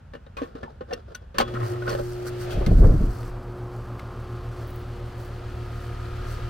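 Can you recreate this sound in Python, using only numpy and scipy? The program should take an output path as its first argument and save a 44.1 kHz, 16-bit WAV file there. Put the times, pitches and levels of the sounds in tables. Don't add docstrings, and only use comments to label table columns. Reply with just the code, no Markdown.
import sys
import numpy as np
from scipy import signal
from scipy.fft import rfft, irfft, next_fast_len
from scipy.io import wavfile
from scipy.ndimage import uniform_filter1d, map_coordinates

SR = 44100
rng = np.random.default_rng(int(sys.argv[2]) if len(sys.argv) > 2 else 0)


def file_out(sig):
    cols = np.atleast_2d(sig).T
    lim = np.clip(cols, -1, 1)
    pcm = np.round(lim * 32767).astype(np.int16)
    wavfile.write(sys.argv[1], SR, pcm)


N = 286209

POWER_ON_S, POWER_RISE_S = 1.41, 0.084
CROSSING_S, CROSSING_TIME_CONSTANT_S = 2.68, 0.11

# multiple of mains, level at the box/dB, level past the fan/dB, fade from there/(dB/s),
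# waver past the fan/dB, extra under the starting load/dB
HUM = [(2, -36.5, -36.5, 2.5, -0.5, 5), (6, -34.5, -45, 0.5, 2, 0), (8, -59.5, -63, -2, 5, -5)]
# t/s, depth/dB, length/s
HUM_DIPS = [(1.68, 5, 0.075), (2.58, 6, 0.07)]
MAINS_HZ = 60
LOAD_S, LOAD_LENGTH_S = 1.69, 0.54

# multiple of shaft speed, level in the first beam/dB, level in the second beam/dB
WHINE = [(17, -12, -19), (18, -0.5, -23), (19, -23, -17), (20, -1.5, -14), (21, -4, -0.5), (22, -7, -8.5),
         (23, -16, -4.5), (24, -7, -18), (28, -13, -12)]
# t/s, level/dB, length/s
WHINE_BEAMS = [(4.17, -54.5, 1.17), (6.207, -50, 1.33)]
# multiple of shaft speed, level relative to DRONE_DB/dB
DRONE = [(2, 1.5), (3, -6.5), (4, -6), (5, -8.5), (6, -3), (8, -7), (12, -6.5), (14, -10), (16, -12)]
SHAFT_HZ = 59.22
OUTSIDE_BEAM_DB, DRONE_DB = -12.5, -54.5
STANDING_DB, STANDING_PER_S = 2.0, 2.0

# t/s, level/dB, multiple of mains, f/Hz at t, sag/(Hz/s), rise/(dB/s), fall/(dB/s)
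SHUDDERS = [(1.64, -27, 2, 113.4, 147, 168, 115), (1.72, -33, 6, 356, 200, 500, 330)]

# t/s, blade passes per second/Hz
FAN_SPEED = [(1.4, 0), (2.0, 23.9), (2.5, 35), (2.9, 37.63), (6.5, 37.63)]
# multiple of the blade rate, level past the fan/dB, share of the facing swing
BLADES = [(1, -39, 0.6), (2, -35.5, 1.12), (3, -34.5, 0.6), (5, -63.5, -0.9)]
# multiple of the fan's turning rate, level past the fan/dB
BLADE_BUZZ = [(9, -58), (13, -58), (14, -62.5), (15, -61), (18, -65), (21, -64), (22, -68), (30, -61),
              (37, -65.5)]
BLADE_COUNT, BLADES_AT_BOX_DB = 2, -9.5
# t/s, level/dB
FACING = [(1.45, -1.5), (2.15, -6.5), (2.5, 1.5), (2.85, -8), (3.55, -12), (4.6, -6), (5.1, -6),
          (5.9, -3.5), (6.4, -0.5)]
# level at full speed/dB, share of the facing swing,
# drop at standstill/dB, fade past the fan/(dB/s)
AIR = [(-49, -0.25, 27, 0.5), (-52.5, -0.38, 13, 1.13), (-46.5, 0.99, 3.5, 0)]
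# f/Hz, density/(dB per Hz)
RUSH = [(130, -4), (200, -6), (270, 3.5), (400, 3.5), (560, 2), (700, -2), (900, -6.5), (1500, -28)]
# f/Hz, density/(dB per Hz)
ROAR = [(500, -6), (700, 9), (900, 5.5), (1150, 8), (1400, 3.5), (1800, -7.5), (2400, -12), (5000, -40)]
# f/Hz, density/(dB per Hz)
HISS = [(1000, 4), (1130, 6), (1250, 12), (1320, 9), (1400, 11.5), (1500, 7.5), (1700, 6.5), (2200, 1.5),
        (3100, 1), (3700, -3.5), (4400, -2.5), (5500, -9.5), (7000, -14), (10000, -18.5), (15500, -21.5)]
# t/s, level/dB, length/s
SURGES = [(1.6, -41.5, 0.57), (2.28, -45, 0.37), (2.58, -37.5, 0.24)]
# f/Hz, density/(dB per Hz)
SURGE = [(130, -3), (270, -0.5), (450, 1.5), (560, 4.5), (720, -2.5), (870, -8), (1050, -25), (1280, -23),
         (1600, -27), (2500, -15)]

# t/s, level/dB, length/s
RATTLES = [(1.555, -44.5, 0.046), (1.625, -41.5, 0.077), (1.73, -50, 0.14), (1.9, -40, .1),
           (2.3, -61, 0.26)]
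# f/Hz, level/dB, t60/s
PANELS = [(584, -6, .04), (1070, 0, 0.039), (1280, 0.5, 0.042), (1410, -1, 0.026), (1600, -13, .025),
          (1870, 2, 0.025), (2190, -3, .015), (3030, -4.5, 0.0088)]
RATTLE_PER_S = 200

# t/s, level/dB, hardness as tilt/(dB/octave), t60/s, main ring f/Hz, main ring over level/dB
KNOCKS = [(.135, -46, -3, 0.077, 1740, 4), (.150, -47.5, -3, 0.072, 2890, 2),
          (.264, -54, -3, 0.043, 3740, 6), (.368, -40, -1, 0.084, 2470, 1.5),
          (.383, -48.5, -2.5, 0.23, 1102, 7.5), (.417, -41, -3.5, 0.08, 475, 10),
          (.431, -45.5, -2.5, 0.098, 1797, -2), (.552, -48.5, -3, 0.11, 456, 7.5),
          (.630, -41.5, -4, 0.086, 1750, 5), (.808, -46, -5, 0.085, 501, 4.5),
          (.908, -46.5, -3, 0.076, 1780, 9), (.926, -40, -2.5, 0.077, 2750, 6),
          (.933, -37.5, 3, 0.032, 5570, 9.5), (1.147, -46, 4.5, 0.064, 1463, 13.5),
          (1.149, -53, 4, 0.022, 6000, 27.5), (1.343, -49, -3.5, 0.97, 507, -14),
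          (1.383, -22.5, 3, 0.046, 1095, -1), (1.391, -33, 0, 0.045, 514, 0),
          (1.400, -23.5, -0.5, 0.05, 794, 4.5), (1.409, -25.5, 1, .03, 546, 5),
          (1.416, -32, -1, 0.068, 1070, 2), (1.477, -47, -0.5, 0.12, 1250, 7),
          (1.538, -45.5, -0.5, 0.12, 230, 13), (1.821, -43.5, -3.5, 0.057, 1460, 14),
          (1.877, -32.5, -2.5, 0.04, 1464, 11.5), (1.885, -45, 0, .025, 4950, 12),
          (1.893, -36, 2, 0.023, 5450, 9), (1.902, -38, 1, 0.022, 6050, 9),
          (1.911, -38, -0.5, 0.027, 4450, 8), (1.927, -36, -4, 0.044, 4340, 9),
          (1.949, -38, -1, 0.049, 550, 12), (1.996, -43.5, -8.5, 0.074, 572, 5),
          (2.505, -46.5, 1.5, 0.39, 3240, -5), (2.662, -39.5, 3.5, 0.06, 2100, 3.5)]
# f/Hz, level/dB, t60/s
BOX = [(237.6, 0.5, 0.16), (462, 3, 0.12), (559, 4.5, 0.093), (802, -2.5, 0.13), (1082, -4, 0.12),
       (1270, -8, 0.14), (1505, 0.5, 0.17), (1808, 2.5, 0.086), (2670, -6, 0.061), (2850, -6.5, 0.099),
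       (3150, -12, 0.082), (3370, -22.5, 0.47), (4580, -27, 0.28), (4320, 8.5, 0.028), (4700, 5.5, 0.03),
       (5950, 9, 0.03), (7770, -1, 0.04), (11800, -5, 0.03)]
# f/Hz, density/(dB per Hz)
CRACK = [(110, 3), (230, 6.5), (520, 9), (850, -9), (1150, 5.5), (1750, 4), (2100, -1), (3500, -1),
         (6100, -2.5), (7000, -4.5), (10000, -6), (15000, -8)]
# f/Hz, level/dB
CONTACT = [(450, 0.5), (1400, -0.5), (3500, -1), (7000, -14), (10000, -15.5)]
PIVOT_HZ = 1400
# t/s, level/dB, panel f/Hz, t60/s
THUMPS = [(0.4157, -21, 268, 0.074), (.550, -21, 260, 0.025), (.926, -23.5, 485, 0.075)]
THUMP_RISE_S = 0.0034
# t/s, level/dB, length/s
SLIDES = [(.46, -52, 0.092), (.62, -51.5, 0.24), (.92, -43, 0.058), (.97, -47.5, 0.083), (1.11, -50, 0.076),
          (1.23, -51, .03), (1.64, -40.5, 0.14), (1.77, -52, 0.12), (1.905, -34, 0.078), (1.988, -34, 0.03),
          (4.07, -53, 0.13), (4.6, -46.5, 0.17), (6.3, -47, 0.29)]
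# f/Hz, density/(dB per Hz)
SCRAPE = [(200, -5), (330, 10.5), (500, 12), (700, 3.5), (950, -9), (1400, 3.5), (2100, -17.5), (3300, -15),
          (5000, -16), (7000, -31), (12000, -35)]
# t/s, level/dB, length/s, f/Hz, glide/(octaves/s)
SQUEAKS = [(0.681, -54, .07, 900, -4.5), (0.914, -40, .025, 542, 1.5), (0.921, -40, .022, 720, 1),
           (1.567, -37.5, 0.025, 1413, 9.5), (1.825, -46, .018, 1422, -7.5),
           (1.888, -31.5, .03, 1424, -2.5)]

# t/s, level/dB, length/s
GUSTS = [(1.43, -37.5, 0.13), (1.58, -43, 0.23), (2.0, -37.5, 0.29), (2.42, -41, 0.22), (2.6, -21, 0.093),
         (2.68, -23, 0.042), (2.77, -13, 0.1), (2.87, -10.5, 0.15), (3.04, -19.5, 0.14), (3.28, -36, 0.33)]
# f/Hz, density/(dB per Hz)
WIND = [(11, -8.5), (25, 6), (44, 7), (65, -8), (95, -2.5), (160, -18.5), (230, -18.5), (450, -29),
        (750, -53), (1500, -69), (4000, -94)]
DRAUGHT_DB, DRAUGHT_FOLLOWS = -33.5, 2.4
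# t/s, level/dB, t60/s
EDDIES = [(2.573, -21, 0.086), (2.667, -12.5, 0.22), (2.711, -9.5, 0.15), (2.783, -13.5, 0.21),
          (2.803, -13, 0.26), (2.841, -11, 0.18), (2.885, -18.5, 0.31), (2.937, -14.5, 0.23),
          (2.972, -22, 0.087), (3.005, -17.5, 0.11), (3.036, -18.5, 0.086)]
# f/Hz, density/(dB per Hz)
BUFFET = [(30, 3.5), (100, 5.5), (170, 1), (240, -5.5), (330, -9), (450, -16.5), (700, -24), (1000, -46),
          (2000, -54)]
EDDY_RISE_S = 0.00254
FRONT_HALF_WIDTH_S, FRONT_DB = 0.0011, -1
# t/s, level/dB, length/s
TEARS = [(2.62, -34, 0.046), (2.68, -44, 0.036), (2.845, -27, 0.049), (2.925, -35, 0.065)]
# f/Hz, density/(dB per Hz)
TEARING = [(300, 0), (500, 4), (700, -9), (900, -12), (1400, -19), (2500, -34)]

# t/s, level/dB, hardness as tilt/(dB/octave), t60/s, main ring f/Hz, ring over level/dB
TWIGS = [(3.192, -55, -6, 0.11, 1270, 10), (3.230, -50.5, 1, 0.035, 1910, -2),
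         (3.994, -46.5, 2.5, 0.03, 2110, 4.5)]
# t/s, level/dB, length/s
RUSTLES = [(.445, -67, 0.1), (1.68, -49, 0.13), (1.915, -48.5, 0.06), (2.04, -52, 0.46),
           (2.28, -41.5, 0.031), (2.42, -46.5, 0.077), (2.525, -50.5, 0.045), (2.85, -52.5, 0.56),
           (3.2, -56, 0.24), (4.6, -57, 0.13), (5.23, -55.5, 0.11), (5.82, -55, .16), (6.32, -48, 0.092)]
# f/Hz, density/(dB per Hz)
CLOTH = [(1500, 16.5), (2500, -11), (3100, -17), (3900, -5), (4400, 4), (5200, -1), (6100, 0), (6900, -7),
         (7700, -1.5), (8500, -6), (9400, -4.5), (10200, -6.5), (12000, -6), (15500, -6.5)]
STIRRING_FROM_S, STIRRING_DB = 1.5, -63
# t/s, level/dB, length/s
JINGLES = [(4.695, -55, 0.031), (4.765, -61, 0.11), (5.23, -63, .08)]
# f/Hz, level/dB, t60/s
TRINKETS = [(10800, -5, 0.0095), (13500, -6, .005), (14700, -2, .003), (15600, 0, .007)]
JINGLE_PER_S = 300

# f/Hz, density/(dB per Hz)
YARD = [(12, -31), (20, -27), (43, 7), (76, 5.5), (180, -8), (249, -11), (310, -23.5), (525, -18.5),
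        (620, -22.5), (966, -26.5), (1050, -28), (1460, -22.5), (2100, -34), (2850, -35.5), (10800, -56.5),
        (15000, -58)]
YARD_DB = -45.5

# f/Hz, side minus middle level/dB
NEAR = [(85, -13), (170, -11), (320, -8), (550, 3.5), (880, 4), (1080, 10.5), (1400, -16), (2200, -4.5),
        (4000, -5.5), (7500, -1), (12500, 1)]
# f/Hz, side minus middle level/dB
FAR = [(35, -26), (85, -22.5), (170, -15), (320, -10.5), (550, -4), (880, 6), (1400, -10), (2200, -8),
       (4000, -2.5), (7500, -0.5), (12500, -1.5)]
MONO_S, NARROW_S, REOPEN_S = 3.513, 0.65, 3.97
CUTOFF_HZ = 15900


def motor_hum():
    t, past, out = np.arange(N) / SR, past_fan(), 0
    load = swells([(LOAD_S, 0, LOAD_LENGTH_S)])
    dip_db = sum(depth_db * swells([(s, 0, length)]) for s, depth_db, length in HUM_DIPS)
    for k, box_db, far_db, fade_db_per_s, waver_db, load_db in HUM:
        here_db = box_db + load * load_db - dip_db
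        walk_db = past * (far_db - box_db - fade_db_per_s * (t - CROSSING_S))
        db = here_db + walk_db + waver_db * past * drift(7)
        out = out + from_db(db) * tone(round(k) * MAINS_HZ * t, k * MAINS_HZ)
    return powered() * out


def compressor(run_up_s=.1):
    speed = 1 - np.exp(-np.maximum(np.arange(N) / SR - POWER_ON_S, 0) / run_up_s)
    turns = np.cumsum(SHAFT_HZ * speed * (1 + .0005 * drift(8))) / SR
    first, second = [np.hypot(from_db(db + OUTSIDE_BEAM_DB), swells([(s, db, length)]))
                     for s, db, length in WHINE_BEAMS]
    gains = [(k, from_db(DRONE_DB + db) * standing()) for k, db in DRONE]
    for k, first_db, second_db in WHINE:
        gains.append((k, np.hypot(first * from_db(first_db), second * from_db(second_db))))
    overtones = sum(gain * tone(round(k) * turns + rng.random(), k * SHAFT_HZ) for k, gain in gains)
    return speed ** 2 * overtones


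def shudder():
    out = 0
    for s, peak_db, k, hz, sag_hz_per_s, rise_db_per_s, fall_db_per_s in SHUDDERS:
        t = np.arange(N) / SR - s
        turns = round(k) * MAINS_HZ * s + hz * t - .5 * sag_hz_per_s * t ** 2
        db = peak_db + np.minimum(rise_db_per_s * t, -fall_db_per_s * t)
        out = out + from_db(db) * tone(turns, hz)
    return powered() * out


def fan(chop=0.065):
    (rate,), (facing_db,), full_rate = in_time(FAN_SPEED), in_time(FACING), FAN_SPEED[-1][1]
    turns, speed = np.cumsum(rate) / SR, rate / full_rate
    blades = 0
    for k, db, follows in BLADES:
        gain = from_db(db + follows * facing_db + .5 * drift(15))
        blades = blades + gain * tone(round(k) * turns, k * full_rate)
    for k, db in BLADE_BUZZ:
        buzz = tone(round(k) * turns / BLADE_COUNT + rng.random(), k * full_rate / BLADE_COUNT)
        blades = blades + from_db(db) * standing() * buzz
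    blades = blades * speed ** 2 * from_db(BLADES_AT_BOX_DB * (1 - past_fan()))
    walked_s = np.maximum(np.arange(N) / SR - CROSSING_S, 0)
    rush, roar, hiss = [
        from_db(db + follows * facing_db - slow_db * (1 - speed) - fade_db_per_s * walked_s + .5 * drift(30))
        for db, follows, slow_db, fade_db_per_s in AIR]
    air = rush * noise(RUSH) + swells(SURGES) * noise(SURGE)
    air = air + past_fan() * roar * noise(ROAR) + hiss * noise(HISS)
    pulses = 1 + chop * np.sin(2 * np.pi * turns)
    return blades + powered() * air * from_db([[.7], [-.7]]) * pulses


def clatter(bursts, per_s, modes, uneven_db):
    at = np.cumsum(rng.uniform(.2, 1.8, 4096)) / per_s
    at = (at[at < N / SR] * SR).astype(int)
    sizes, out = from_db(uneven_db * np.clip(rng.standard_normal(4096), -2, 2)), 0
    for hz, db, t60 in modes:
        clicks = np.zeros((2, N))
        clicks[:, at] = (sizes * rng.standard_normal((2, 4096)))[:, :len(at)]
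        r, w = dying(1 / SR, t60), 2 * np.pi * hz / SR
        rung = signal.lfilter([0, np.sin(w)], [1, -2 * r * np.cos(w), r * r], clicks + 1e-18)
        out = out + rung * from_db([[db], [db + at_hz(NEAR, hz)]])
    mid, side = out / np.std(out[0])
    return swells(bursts) * np.array([mid + side, mid - side])


def contacts(rows, modes, crack_db, ring_db, tail_db, tail_t60, rise_s):
    out, t = np.zeros((2, N + SR)), np.arange(SR // 3) / SR
    grid = np.geomspace(100, 16000, 60)
    dull = signal.butter(1, 3500, fs=SR, output="sos")
    for s, level_db, tilt, t60, main_hz, main_db in rows:
        colour = [(hz, level_db + db + tilt * np.log2(hz / PIVOT_HZ)) for hz, db in CONTACT]
        density_db = at_hz(CRACK, grid) + at_hz(colour, grid)
        strength = np.sqrt(np.sum(from_db(density_db) ** 2 * np.gradient(grid)) / CONTACT[0][0])
        burst = strength * noise(np.transpose([grid, density_db]), NEAR, size=len(t))
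        crack = burst * from_db(crack_db) * dying(t, t60)
        tail = signal.sosfilt(dull, burst) * from_db(tail_db) * dying(t, tail_t60)
        hit = crack + tail
        struck = [(hz, ring_db + db + 2.5 * rng.normal(), ring_t60) for hz, db, ring_t60 in modes]
        for hz, db, ring_t60 in struck + [(main_hz, main_db, t60)]:
            ring = tone(hz * t + rng.random(), hz, NEAR)
            hit += from_db(db + at_hz(colour, hz)) * dying(t, ring_t60) * ring
        start = round(s * SR)
        out[:, start:start + len(t)] += hit * (1 - np.exp(-t / rise_s))
    return out[:, :N]


def thumps():
    out = 0
    for s, db, hz, t60 in THUMPS:
        age = np.clip(np.arange(N) / SR - s, 0, 1)
        push = 1 - np.exp(-(age / THUMP_RISE_S) ** 2)
        out = out + from_db(db) * push * dying(age, t60) * tone(hz * age, hz, NEAR)
    return out


def sliding(grain_db=2.5):
    return swells(SLIDES) * noise(SCRAPE, NEAR) * rms_one(from_db(grain_db * drift(140)))


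def squeaks(jitter=0.0667, rough_db=4.0):
    t, out = np.arange(N) / SR, 0
    unsteady, grain = 1 + jitter * drift(500), from_db(rough_db * drift(250))
    for s, db, length, hz, glide in SQUEAKS:
        pitch = hz * 2 ** (glide * np.clip(t - s, -length, length)) * unsteady
        out = out + swells([(s, db, length)]) * tone(np.cumsum(pitch) / SR, hz, NEAR)
    return out * grain


def updraught():
    t, hits, fronts = np.arange(N) / SR, 0, 0
    for s, db, t60 in EDDIES:
        age = np.clip(t - s, 0, 1)
        hits = np.hypot(hits, from_db(db) * (1 - np.exp(-age / EDDY_RISE_S)) * dying(age, t60))
        front = swells([(s + 2 * EDDY_RISE_S, db + FRONT_DB, 2 * FRONT_HALF_WIDTH_S)])
        fronts = fronts + rng.choice([-1, 1]) * front
    draught = past_fan() * from_db(DRAUGHT_DB + DRAUGHT_FOLLOWS * in_time(FACING)[0] + 2 * drift(15))
    rumble = np.hypot(swells(GUSTS), draught) * evened(noise(WIND), window_s=0.055)
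    buffeting = hits * evened(noise(BUFFET), window_s=0.0234)
    tearing = swells(TEARS) * from_db(2 * drift(70)) * noise(TEARING)
    return rumble + fronts + buffeting + tearing


def rustle():
    stirring = (np.arange(N) / SR > STIRRING_FROM_S) * from_db(STIRRING_DB)
    grains = rms_one(from_db(2.2 * drift(400) + 1.2 * drift(30)))
    return np.hypot(stirring, swells(RUSTLES)) * noise(CLOTH) * grains


def quiet_yard():
    return from_db(YARD_DB) * noise(YARD)


def powered():
    return 1 - np.exp(-np.maximum(np.arange(N) / SR - POWER_ON_S, 0) / POWER_RISE_S)


def past_fan():
    return .5 + .5 * np.tanh((np.arange(N) / SR - CROSSING_S) / CROSSING_TIME_CONSTANT_S)


def standing():
    return from_db(STANDING_DB * drift(STANDING_PER_S))


def swells(rows):
    t = np.arange(N) / SR
    return sum(from_db(db) * np.exp(-np.minimum((2 * (t - s) / length) ** 2, 50)) for s, db, length in rows)


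def dying(t, t60):
    return np.exp(-np.log(1000) * t / t60)


def tone(turns, hz, spread=FAR):
    angle = (2 * np.pi * (turns % 1)).astype(np.float32)
    side = from_db(at_hz(spread, hz)) * np.cos(angle)
    return np.sqrt(2) * (np.sin(angle) + side * np.array([[1], [-1]]))


def noise(spectrum, spread=FAR, size=N):
    padded = next_fast_len(size)
    hz = np.fft.rfftfreq(padded, 1 / SR)
    skirts = (1 + (spectrum[0][0] / (hz + 1)) ** 8) * (1 + (hz / spectrum[-1][0]) ** 8)
    colour = from_db(at_hz(spectrum, hz)) / np.sqrt(skirts)
    mid, side = rfft(rng.standard_normal((2, padded))) * colour
    mid, side = irfft([mid, side * from_db(at_hz(spread, hz))], padded)[:, :size]
    return np.array([mid + side, mid - side]) / np.std(mid)


def evened(x, window_s):
    power = uniform_filter1d(x.mean(axis=0) ** 2, max(int(window_s * SR), 1))
    return x / np.sqrt(power + 1e-6)


def drift(rate):
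    steps = np.arange(N) / SR * rate
    return rms_one(map_coordinates(rng.standard_normal(4096), [steps], order=2, mode="wrap"))


def in_time(rows):
    s, *columns = np.transpose(rows)
    return [np.interp(np.arange(N) / SR, s, c) for c in columns]


def at_hz(points, hz):
    f, value = np.transpose(points)
    return np.interp(np.log(np.maximum(hz, 1)), np.log(f), value)


def rms_one(x):
    return x / np.sqrt(np.mean(x ** 2) + 1e-20)


def from_db(db):
    return 10 ** (np.asarray(db) / 20)


def scene():
    rattle = clatter(RATTLES, RATTLE_PER_S, PANELS, uneven_db=3.5)
    machine = motor_hum() + compressor() + shudder() + fan() + rattle
    plug = contacts(KNOCKS, BOX, crack_db=-5.5, ring_db=-10.0, tail_db=-40.5, tail_t60=0.96, rise_s=0.0016)
    twigs = contacts(TWIGS, [], crack_db=-6.0, ring_db=-6.0, tail_db=-17.0, tail_t60=0.25, rise_s=0.00029)
    handling = plug + thumps() + sliding() + squeaks() + twigs
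    handling = handling * from_db([[.6], [-.6]])
    jingle = clatter(JINGLES, JINGLE_PER_S, TRINKETS, uneven_db=7.0)
    return machine + handling + updraught() + rustle() + jingle + quiet_yard()


def record(dry):
    mid, t = dry.mean(axis=0), np.arange(N) / SR - MONO_S
    width = np.minimum(np.maximum(-t / NARROW_S, t / REOPEN_S), 1)
    image = mid + (dry - mid) * width
    top = signal.ellip(10, .1, 80, CUTOFF_HZ, fs=SR, output="sos")
    return signal.sosfilt(top, np.tanh(image))


dry = scene()
out = record(dry)
file_out(out)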